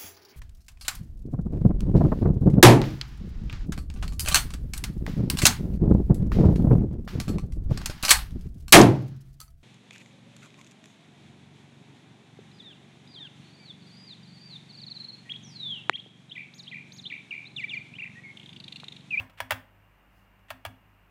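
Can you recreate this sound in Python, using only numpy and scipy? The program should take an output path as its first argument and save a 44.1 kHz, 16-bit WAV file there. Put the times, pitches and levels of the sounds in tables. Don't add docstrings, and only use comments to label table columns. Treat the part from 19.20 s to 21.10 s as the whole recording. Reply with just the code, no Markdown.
import sys
import numpy as np
from scipy import signal
from scipy.fft import rfft, irfft, next_fast_len
from scipy.io import wavfile
from scipy.ndimage import map_coordinates

SR = 44100
rng = np.random.default_rng(int(sys.argv[2]) if len(sys.argv) > 2 else 0)


def wrap_up_sound(samples):
    columns = np.atleast_2d(samples).T
    tamed = np.clip(columns, -1, 1)
    steps = np.round(tamed * 32767).astype(np.int16)
    wavfile.write(sys.argv[1], SR, steps)


N = 83790
LEAD_S = .1


def amp(db):
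    return 10 ** (np.asarray(db) / 20)


def unit(x):
    return x / np.sqrt(np.mean(x ** 2) + 1e-20)


def along(points, hz):
    freqs, values = np.transpose(points)
    return np.interp(np.log(hz + 1), np.log(freqs + 1), values)


def filtered(x, gain):
    size = next_fast_len(len(x) + SR // 4)
    return irfft(rfft(x, size) * gain(np.fft.rfftfreq(size, 1 / SR)), size)[:len(x)]


def noise(colour, size):
    return unit(filtered(rng.standard_normal(size), lambda hz: amp(along(colour, hz))))


def fading_noise(colour, fades):
    hz, t, spectrum = signal.stft(noise(colour, SR // 2), SR, nperseg=128)
    spectrum = spectrum * amp(-60 * t / along(fades, hz)[:, None])
    return signal.istft(spectrum, SR, nperseg=128)[1][:SR // 2]


def ring(hz, fade_s, t):
    return np.sin(2 * np.pi * hz * t) * amp(-60 * t / fade_s)


def add(track, start, sound):
    part = track[round((start + LEAD_S) * SR):][:len(sound)]
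    part += sound[:len(part)]


# f/Hz, fade t/s
CLACK_FADES = [(600, 0.055), (2000, 0.042), (5000, 0.062), (14000, 0.037)]
# f/Hz, level/dB
CLICK_COLOUR = [(500, -45), (2000, 22), (4500, 8.5), (6500, 0), (10000, 6), (12500, 2), (14700, 10.5),
                (16000, -3.5)]

def contact(colour, clack_db, click_db, t):
    clack_rise_s, click_rise_s, click_fade_s = .0003, .0015, .0039
    clack = fading_noise(colour, CLACK_FADES) * (1 - np.exp(-t / clack_rise_s))
    click = noise(CLICK_COLOUR, len(t)) * np.minimum(t / click_rise_s, 1)
    click *= amp(-60 * np.maximum(t - click_rise_s, 0) / click_fade_s)
    return amp(clack_db) * clack + amp(click_db) * click


# t/s, clack level/dB, ring level/dB, click level/dB, brightness/dB per octave
PRESSES = [(.2027, -28, -33, -27, -1.5), (1.3037, -32, -36, -31.5, -3)]
RELEASES = [(-.023, -23.5, -32, -24, 0.5), (.3065, -23, -27.5, -25.5, 0), (.3188, -23, -31, -27, 2),
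            (1.4507, -31, -34.5, -32.5, 0.5)]
# f/Hz, level/dB
PRESS_COLOUR = [(200, -35), (470, -24.5), (570, -3), (1000, 2), (1700, 4), (2250, -12), (3400, -1.5),
                (3900, -16.5), (4450, -9), (6500, -21.5), (10000, -15.5), (12500, -22), (14800, -12.5),
                (16000, -19)]
RELEASE_COLOUR = [(200, 8.5), (470, -31), (560, 0.5), (1000, 6), (1700, 3), (2400, 0), (3450, -4.5),
                  (3800, -12.5), (6500, -16), (10000, -20), (12500, -21), (14800, -19), (16000, -10.5)]
# f/Hz, press level/dB, release level/dB
BAR_TONES = [(578, -2, -2.5), (649, 2.5, 3.5), (789, -3, -13), (892, -13, -18.5), (984, -2, -5.5),
             (1150, -4, -11), (1430, -6, -2), (1549, -2.5, -7.5), (1658, -3, -2), (1824, -8, -4.5),
             (2275, -1, -4.5), (2739, -4, -5), (3002, -2, -11), (3347, -2.5, -8)]
# f/Hz, fade t/s
BAR_FADES = [(600, .038), (1000, .05), (1600, .058), (3400, .045)]

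def bar_hits(t):
    track = np.zeros(N + SR)
    rise = 1 - np.exp(-t / .0005)
    for side, (hits, colour) in enumerate([(PRESSES, PRESS_COLOUR), (RELEASES, RELEASE_COLOUR)]):
        for start, clack_db, ring_db, click_db, brightness in hits:
            tones = np.zeros(len(t))
            for hz, *levels in BAR_TONES:
                gain = amp(levels[side] + brightness * np.log2(hz / 1000))
                tones += rng.choice([-1, 1]) * gain * ring(hz, along(BAR_FADES, hz), t)
            add(track, start, contact(colour, clack_db, click_db, t) + amp(ring_db) * tones * rise)
    return track


# f/Hz, level/dB
ECHO_COLOUR = [(300, 8), (630, -7), (1000, -1), (1600, 1), (3000, -4), (7000, -3.5), (11000, -3),
               (15000, -0.5)]
# f/Hz, fade t/s
ECHO_FADES = [(200, .4), (500, 0.5), (1000, 0.26), (3000, 0.3), (7000, 0.24), (15000, 0.25)]

def room_echo(sound, t):
    rise = 1 - np.exp(-(t / .0017) ** 2)
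    tail = fading_noise(ECHO_COLOUR, ECHO_FADES) * rise
    return signal.fftconvolve(sound, tail / np.linalg.norm(tail))[:len(sound)]


# t/s, thump level/dB, room boom level/dB
THUMPS = [(-.018, -37.5, -52.5), (0.203, -45.5, -53.5), (0.311, -36.5, -50), (1.303, -50, -55.5),
          (1.454, -39.5, -56)]
# f/Hz, relative level/dB, fade t/s
DESK_TONES = [(89.5, 6.5, 0.071), (99.14, -13, 0.18)]
# f/Hz, level/dB
RUMBLE_COLOUR = [(60, -39), (110, -3), (155, -3.5), (210, -4.5), (325, -7.5), (400, -17), (500, -17),
                 (700, -40)]
# f/Hz, fade t/s
RUMBLE_FADES = [(100, 0.54), (330, 0.31)]

def desk_thumps(t):
    track = np.zeros(N + SR)
    desk_rise_s, boom_rise_s = .035, .09
    knock = amp(-18) * ring(hz=322, fade_s=.24, t=t)
    swell = 1 - np.exp(-(t / desk_rise_s) ** 3)
    thump = sum(amp(db) * ring(hz, fade_s, t) for hz, db, fade_s in DESK_TONES) * swell
    thump /= abs(thump).max()
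    boom = ring(hz=258.4, fade_s=.14, t=t) * (1 - np.exp(-(t / boom_rise_s) ** 3))
    boom /= abs(boom).max()
    for start, thump_db, boom_db in THUMPS:
        rumble = amp(-13.5) * fading_noise(RUMBLE_COLOUR, RUMBLE_FADES) * swell
        add(track, start, amp(thump_db) * (thump + knock + rumble) + amp(boom_db) * boom)
    return track


def wobble(rate):
    points = rng.standard_normal(int(N * rate / SR) + 4)
    return map_coordinates(points, [np.arange(N) * rate / SR])


# f/Hz, level/dB, waver (0 is steady)
HUM_TONES = [(48.6, -66.5, 0), (101, -67, 0.54), (191.8, -76, 0.3), (2816, -79.5, 0)]
# f/Hz, level/dB
AIR_COLOUR = [(20, -34), (33, -33), (45, -13.5), (60, -3.5), (100, -28), (140, -8.5), (200, -13.5),
              (300, -15.5), (420, -21), (620, -17), (900, -16), (1500, -18.5), (2850, -22), (3300, -33),
              (4000, -38), (7000, -43), (11500, -43), (14500, -33.5), (16000, -45.5)]

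def fan_and_hum():
    t = np.arange(N) / SR
    hum = np.zeros(N)
    for hz, db, waver in HUM_TONES:
        drift = 1 + waver * (wobble(9) + 1j * wobble(8.5))
        hum += amp(db) * unit(np.real(drift * np.exp(2j * np.pi * hz * t)))
    return amp(-64) * noise(AIR_COLOUR, N) + hum


# t/s, clack level/dB, click level/dB
RATTLES = [(.097, -50, -60), (0.135, -60.5, -80), (.186, -46, -54), (0.3081, -27.5, -18.5),
           (.3106, -24.5, -38), (.3201, -32, -28), (1.1918, -63, -81), (1.2965, -66, -57),
           (1.3115, -44, -43), (1.4517, -43, -32), (1.4607, -35, -40.5), (1.464, -57, -43)]

def wire_rattles(t):
    track = np.zeros(N + SR)
    for start, clack_db, click_db in RATTLES:
        add(track, start, contact(RELEASE_COLOUR, clack_db, click_db, t))
    return track


# t/s, length t/s, level/dB
SLIDES = [(0.174, 0.023, -55.5), (0.295, 0.012, -59), (1.283, 0.025, -59.5)]
# f/Hz, level/dB
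SLIDE_COLOUR = [(300, -46), (900, -5), (1800, 9), (3300, 4.5), (5000, -11), (9500, -14), (15500, -21)]

def stem_slides(t):
    track = np.zeros(N + SR)
    rise_s, fall_s = .0013, .0059
    for start, length, db in SLIDES:
        shape = np.clip(t / rise_s, 0, 1) * np.clip((length - t) / fall_s + 1, 0, 1)
        add(track, start, amp(db) * shape * noise(SLIDE_COLOUR, len(t)))
    return track


# f/Hz, level/dB
RUSTLE_COLOUR = [(1500, -17), (5000, 0.5), (8000, -7.5), (15000, -1.5)]

def rustle():
    t = np.arange(N) / SR
    peak_s, width_s = .98, .07
    return amp(-76) * noise(RUSTLE_COLOUR, N) * np.exp(-((t - peak_s) / width_s) ** 2)


def scene():
    t = np.arange(SR // 2) / SR
    bass_cut = signal.butter(N=5, Wn=470, btype="high", fs=SR, output="sos")
    key = signal.sosfilt(bass_cut, bar_hits(t) + wire_rattles(t) + stem_slides(t))
    strokes = key + amp(-11.5) * room_echo(key, t) + desk_thumps(t)
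    strokes = strokes[round(LEAD_S * SR):][:N]
    return (strokes + fan_and_hum() + rustle())[None]


def record(dry):
    top_hz = 16000
    return filtered(dry[0], lambda hz: 1 / (1 + (hz / top_hz) ** 120))[None]


dry = scene()
out = record(dry)
wrap_up_sound(out)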